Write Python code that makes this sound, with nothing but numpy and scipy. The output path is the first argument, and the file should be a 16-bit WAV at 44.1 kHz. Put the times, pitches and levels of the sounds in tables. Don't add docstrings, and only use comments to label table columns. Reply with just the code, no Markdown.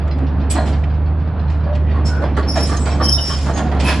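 import sys
import numpy as np
from scipy import signal
from scipy.fft import rfft, irfft, next_fast_len
from scipy.io import wavfile
from scipy.ndimage import map_coordinates

SR = 44100
rng = np.random.default_rng(int(sys.argv[2]) if len(sys.argv) > 2 else 0)


def store_pcm(level_fs):
    pcm = np.round(np.clip(level_fs, -1, 1) * 32767).astype(np.int16)
    wavfile.write(sys.argv[1], SR, np.atleast_2d(pcm).T)


N = 176400

# t/s, level/dB
ROLLING_LEVEL = [(0,-27.5),(.45,-29),(.65,-24.5),(.85,-31.5),(1.55,-31.5),(1.9,-28.5),(2.3,-26),(2.7,-25.5),(3.08,-22.5),(3.2,-31.5),(3.42,-29.5),(3.55,-24.5),(3.85,-21.5),(4,-25)]
LINK_RINGS = dict(low_hz=249.8, high_hz=3835, width_hz=25, count=26)
DENSE_HITS_PER_S = 4000


def amp(db):
    return 10 ** (np.asarray(db) / 20)


def unit(x):
    return x / np.sqrt(np.mean(x ** 2) + 1e-20)


def along(points, hz):
    f, values = np.transpose(points)
    return np.interp(np.log(hz + 1), np.log(f + 1), values)


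def curves(rows):
    times, *columns = np.transpose(rows)
    return [np.interp(np.arange(N) / SR, times, column) for column in columns]


def wobble(rate):
    return map_coordinates(rng.standard_normal(N // 20), [np.arange(N) * rate / SR], mode="wrap")


def filtered(x, response):
    n = x.shape[-1]
    padded = next_fast_len(n + 8192)
    return irfft(rfft(x, padded) * response(np.fft.rfftfreq(padded, 1 / SR)), padded)[..., :n]


def coloured(x, spectrum):
    return unit(filtered(x, lambda f: amp(along(spectrum, f))))


def rung(x, rings):
    def response(f):
        return sum((-1) ** k * amp(db) * 1j * f * width / (hz * hz - f * f + 1j * f * width)
                   for k, (hz, width, db) in enumerate(rings))
    return unit(filtered(x, response))


def random_rings(low_hz, high_hz, width_hz, count):
    places = (np.arange(count) + rng.random(count)) / count
    return [(hz, width_hz, 0) for hz in low_hz * (high_hz / low_hz) ** places]


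def spread(pair):
    # f/Hz, likeness (1 = the same)
    likeness = [(60,0.97),(500,0.95),(1200,0.87),(2500,0.82),(5000,0.57),(10000,0.082)]
    def shares(f):
        angle = np.arccos(np.clip(along(likeness, f), -1, 1)) / 2
        return np.array([np.cos(angle), np.sin(angle)])
    mid, side = filtered(pair, shares)
    return np.array([mid + side, mid - side])


def pan(db):
    return amp(np.array([[db], [-db]]) / 2)


def envelope(t, rise, hold, fade):
    return np.clip(t / rise, 0, 1) * np.exp(-np.log(1000) * np.maximum(t - rise - hold, 0) / fade)


def tiny_hits(per_s, rise_s, fade_s):
    n = SR // 2
    outline = envelope(np.arange(n) / SR, rise_s, 0.46 * rise_s, fade_s)
    hits = rng.standard_normal((2, n)) * (rng.random((2, n)) < per_s / SR)
    return hits * outline, np.sqrt(np.mean(outline ** 2))


def add(out, start, x):
    part = out[:, round(start * SR):][:, :x.shape[-1]]
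    part += x[:, :part.shape[-1]]


def yard_echoes(x):
    # f/Hz, fade/s
    echo_fade = [(200,0.35),(2000,.45),(6000,0.63),(11000,0.068)]
    hz, t, noise = signal.stft(rng.standard_normal((2, SR // 2)), SR, nperseg=256)
    fading = np.exp(-np.log(1000) * t / along(echo_fade, hz)[:, None])
    _, tail = signal.istft(noise * fading, SR, nperseg=256)
    return signal.fftconvolve(np.atleast_2d(x), tail / np.linalg.norm(tail[0]), axes=1)[:, :N]


def rollers():
    # f/Hz, level/dB
    rumble_colour = [(60,-26.5),(130,-5),(200,2),(280,0),(400,-8.5),(700,-11),(1200,-21.5),(2500,-28),(6000,-53.5),(12000,-99)]
    db, = curves(ROLLING_LEVEL)
    rumble = coloured(rng.standard_normal((2, N)), rumble_colour)
    return spread(rumble) * amp(db + 1.7 * wobble(25.03))


def jingle(count=40):
    # f/Hz, level/dB
    jingle_colour = [(700,-15),(1400,-3),(2500,-3),(4500,-2.5),(5600,-10),(7000,-32.5)]
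    link_rings = dict(LINK_RINGS, low_hz=jingle_colour[0][0], high_hz=jingle_colour[-1][0])
    out = np.zeros((2, N))
    times = (np.arange(count) + rng.random(count)) / count * N / SR
    levels = np.interp(times, *np.transpose(ROLLING_LEVEL)) + rng.normal(-12.5, 3, count)
    for start, db in zip(times, levels):
        burst, strength = tiny_hits(DENSE_HITS_PER_S, rise_s=0.003, fade_s=0.12)
        link = rung(burst, random_rings(**link_rings))
        add(out, start, amp(db) * strength * coloured(link, jingle_colour))
    return spread(out)


def engine():
    # t/s, firing rate/Hz, level/dB
    exhaust_note = [(0.0, 72.94, -18.5), (0.66, 73.1, -16.5), (1.08, 76.87, -15.5), (1.2, 78.36, -17),
                    (1.31, 79.3, -20), (1.46, 76.7, -17.5), (1.94, 74.8, -15), (2.08, 75.2, -15.5),
                    (2.32, 71.24, -18.5), (2.55, 71.98, -17.5), (3.09, 72.5, -17.5), (3.3, 72.17, -22),
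                    (3.75, 71.73, -17.5), (3.85, 69.1, -16), (3.98, 71.2, -21.5), (4.0, 70.6, -16)]
    tone_multiples = [4, 5, 7, 8, 9, 12, 18, 24, 48]
    tone_levels = [-19, -21, -38, -15, -27, -14, -32, -34.5, -46.5]
    # f/Hz, level/dB
    roar_colour = [(20,-17),(45,-28.5),(70,-1.5),(105,-10.5),(150,-4),(220,-21.5),(330,-33),(450,-25),(900,-24.5),(1700,-33),(2200,-48.5),(4500,-51.5),(6000,-78.5),(8000,-100)]
    hz, db = curves(exhaust_note)
    firing = 2 * np.pi * np.cumsum(hz) / SR
    cycle = firing / 6
    note = np.cos(firing) * amp(0.13 * wobble(5.5))
    for k, level in zip(tone_multiples, tone_levels):
        gain = amp(level + 1.5 * wobble(6.3))
        uneven = k % 6 != 0
        offset = uneven * 2 * np.pi * rng.random()
        note += gain * np.cos(k * cycle + offset + 0.45 * wobble(9))
    throb = 1 + 0.15 * np.cos(firing)
    roar = coloured(rng.standard_normal((2, N)) * throb, roar_colour)
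    return np.sqrt(2) * amp(db) * note + spread(roar) * amp(-27 + 1.3 * wobble(8.6))


def scrapes():
    # t/s, rise/s, fade/s, level/dB, treble tilt above 2000 Hz/(dB per octave)
    scrape_events = [(.072,0.0051,0.053,-44.5,0),(.18,0.0031,0.052,-43.5,-0.5),(.497,0.0066,0.28,-27,9),(0.547,0.007,0.25,-33.5,-8),(.652,0.012,0.33,-38.5,7.5),(0.832,0.0055,0.043,-34,-8.5),(1.495,0.0028,0.25,-41,-1),(1.746,0.005,0.093,-35.5,-3),
                     (1.838,0.062,0.13,-40.5,-14.5),(2.049,0.0091,0.26,-34,13.5),(2.362,0.0067,0.15,-36.5,5),(2.546,0.02,0.46,-29.5,6.5),(2.638,0.03,0.44,-32,13),
                     (2.761,.01,0.073,-32.5,13),(2.854,0.0017,0.51,-31,3),(3.021,0.044,0.94,-45.5,15),(3.211,0.064,1,-32.5,8.5),(3.411,0.019,0.65,-38,9),(3.562,0.012,0.14,-30.5,5),
                     (3.712,0.0027,0.049,-32,-4),(3.79,0.01,0.99,-28,4),(3.844,0.046,0.27,-24.5,1.5)]
    # f/Hz, width/Hz, level/dB
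    steel_rings = [(1950, 54, 4.5), (2422, 65, 0), (3157, 13, -3.5), (3950, 14, -4.5), (4173, 64, -2),
                   (6790, 50, -6), (9550, 25, -15.5)]
    # f/Hz, level/dB
    grit_colour = [(600,-31),(1700,3),(2550,6.5),(3200,8),(4300,0.5),(5200,2.5),(6500,-7.5),(8000,-4),(9200,-23.5),(10700,-15.5),(12000,-41)]
    out = np.zeros((2, N))
    for start, rise, fade, db, tilt in scrape_events:
        burst, strength = tiny_hits(DENSE_HITS_PER_S, rise, fade)
        spot = rung(burst, random_rings(low_hz=1632, high_hz=11360, width_hz=59, count=36))
        hiss = amp(-11) * unit(burst)
        steel = coloured(spot + hiss, grit_colour) + amp(-3.5) * rung(burst, steel_rings)
        tilted = filtered(steel, lambda f: amp(tilt * np.log2(np.maximum(f, 2000))))
        add(out, start, amp(db) * strength * unit(tilted))
    return spread(out)


def squeaks():
    # t/s, rise/s, hold/s, fade/s, f/Hz, level/dB
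    squeak_events = [(0.114,0.061,0.24,0.37,263.8,-29.5),(0.497,0.013,0.0082,0.096,8000,-21),(.503,0.0082,0.012,0.07,10670,-27.5),(.555,0.0044,0.028,0.3,4160,-36.5),
                     (1.655,0.02,0.035,0.44,596,-27),(2.047,0.018,0.028,0.065,5350,-31),(2.071,0.053,0.09,0.21,1474,-32),
                     (2.766,0.0037,0.0063,0.063,6480,-30.5),(2.786,0.016,0.021,0.63,7770,-33.5),(2.901,.015,0.018,0.068,5450,-39),(3.009,0.077,0.026,.06,3100,-31),(3.098,0.07,0.035,0.097,3700,-37),(3.177,0.0072,0.007,0.15,2990,-27.5),
                     (3.215,0.081,0.069,0.13,5180,-31),(3.281,0.031,0.03,0.25,3080,-37),(3.534,0.01,0.054,0.1,6580,-37),(3.556,0.061,0.056,0.15,723.5,-28),(3.837,0.015,0.055,0.26,10400,-34),(3.841,0.021,0.044,0.24,2580,-27),(3.86,0.025,0.02,0.081,5210,-29.5)]
    out, t = np.zeros((2, N)), np.arange(SR // 2) / SR
    for start, rise, hold, fade, hz, db in squeak_events:
        noise = rng.standard_normal((2, len(t)))
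        drift, roughness = unit(filtered(noise, lambda f: 1 / (1 + (f / 170) ** 2)))
        phase = 2 * np.pi * np.cumsum(hz * (1 + 0.006 * drift)) / SR
        tone = np.sin(phase) * (1 + 0.3 * roughness)
        ring = [(hz, 0.1 * hz, 0)]
        rasp = rung(rung(rng.standard_normal((2, len(t))), ring), ring)
        voice = unit(unit(tone) + amp(-4) * spread(rasp))
        add(out, start, amp(db) * voice * envelope(t, rise, hold, fade))
    return out


def squeals():
    # t/s, level/dB
    squeal_levels = [
        [(2.46,-60),(2.486,-27),(2.524,-24.5),(2.556,-28.5),(2.61,-29),(2.65,-22.5),(2.69,-44),(2.75,-46),(2.84,-48)],
        [(3.005,-49),(3.042,-17),(3.064,-18),(3.076,-28),(3.093,-12.5),(3.112,-22.5),(3.142,-10.5),(3.18,-31),(3.215,-22),(3.295,-28.5),(3.34,-40),(3.5,-48)],
    ]
    # t/s, f/Hz
    pin_pitch = [(2.48,5335),(2.53,5405),(2.57,5370),(3.16,5386),(3.3,5445),(3.35,5390)]
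    # f/Hz, level/dB
    chatter_colour = [(3500,-27),(4650,-10.5),(4950,4),(5150,7),(5450,5),(5650,-8),(6500,-12),(9000,-42),(10300,-31),(10750,2),(11200,-42)]
    out = np.zeros((2, N))
    hz, = curves(pin_pitch)
    for rows in squeal_levels:
        waver = 0.0016 * (2 * wobble(400) + wobble(60))
        phase = 2 * np.pi * np.cumsum(hz * (1 + waver)) / SR
        tone = np.sin(phase) + amp(-16 + 4 * wobble(90)) * np.sin(2 * phase)
        rasp = coloured(rng.standard_normal((2, N)), chatter_colour)
        chatter = unit(rasp * amp(3.72 * wobble(200)))
        voice = unit(tone * amp(3.2 * wobble(110))) + amp(-4) * chatter
        db = np.interp(np.arange(N) / SR, *np.transpose(rows), left=-np.inf, right=-np.inf)
        out += unit(voice) * amp(db)
    return out


def knocks():
    # t/s, level/dB
    blows = [(.553,-14),(2.232,-18),(2.373,-13),(2.866,-17),(3.007,-15),(3.485,-16),(3.724,-21)]
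    # f/Hz, level/dB
    knock_colour = [(90,-12),(260,1),(700,0),(1200,-1),(1900,-10),(2600,-24),(6000,-48)]
    out = np.zeros((2, N))
    for start, db in blows:
        burst, strength = tiny_hits(DENSE_HITS_PER_S, rise_s=0.001, fade_s=0.04)
        link = rung(burst, random_rings(**LINK_RINGS))
        add(out, start, amp(db) * strength * coloured(unit(burst) + link, knock_colour))
    return spread(out)


def clanks():
    # t/s, rise/s, fade/s, level/dB, main note f/Hz, that note's share/dB
    landings = [(0.55,0.0033,0.12,-18.5,284,6),(.552,0.018,0.4,-20.5,675,1.5),(.65,0.013,0.37,-32,670,-3.5),(1.652,0.02,0.44,-35,670,0.5),
                (1.93,0.032,0.19,-31.5,1080,-0.5),(2.214,0.0077,0.12,-18,563,5),(2.255,.006,0.064,-28,740,6),(2.366,0.0034,0.24,-19.5,1132,-4.5),(2.55,0.016,0.24,-19,637,0.5),(2.68,0.041,0.17,-23,1180,-2),
                (2.86,0.0037,0.35,-24,724,-1),(2.998,0.0063,0.21,-19,1133,0.5),(3.157,0.024,0.3,-30,682,-2),(3.287,0.016,0.17,-24,1145,-0.5),(3.455,0.011,0.18,-26.5,1013,-16),(3.481,0.01,0.15,-24,666,7),
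                (3.552,0.018,0.27,-22.5,1100,-7),(3.708,0.015,0.73,-26.5,708,-3),(3.84,0.05,0.32,-21.5,1010,-6)]
    # f/Hz, width/Hz, level/dB
    shoe_rings = [(530, 14, -4), (1152, 300, 13), (1870, 81, -16), (2500, 47, -3.5), (3310, 61, -6)]
    # f/Hz, level/dB
    frame_colour = [(80,-14),(250,2),(700,9),(1200,9),(1900,7),(2300,-13.5),(4500,-7.5),(8000,-66),(12000,-60.5)]
    note_width_hz = 66
    out = np.zeros((2, N))
    for start, rise, fade, db, hz, note_db in landings:
        burst, strength = tiny_hits(per_s=1200, rise_s=rise, fade_s=fade)
        main_note = amp(note_db) * rung(burst, [(hz, note_width_hz, 0)])
        shoe = amp(-4.5) * rung(burst, shoe_rings)
        link = rung(burst, random_rings(**LINK_RINGS))
        frame = amp(-0.5) * coloured(amp(9) * unit(burst) + link, frame_colour)
        add(out, start, amp(db) * strength * unit(main_note + shoe + frame))
    return spread(out)


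def scene():
    tracks = clanks() + knocks() + scrapes() + jingle()
    pins = pan(0.5) * squeals() + squeaks()
    lag_s = 0.00003
    pins = filtered(pins, lambda f: np.exp(np.outer([1j, -1j], np.pi * f * lag_s)))
    machine = engine() + rollers() + tracks + amp(-12.5) * spread(yard_echoes(tracks))
    return pan(-2) * machine + pins + amp(-11.5) * yard_echoes(pins)


def record(dry):
    top_hz = 11300
    return filtered(dry, lambda f: 1 / np.sqrt(1 + (f / top_hz) ** 120))


dry = scene()
out = record(dry)
store_pcm(out)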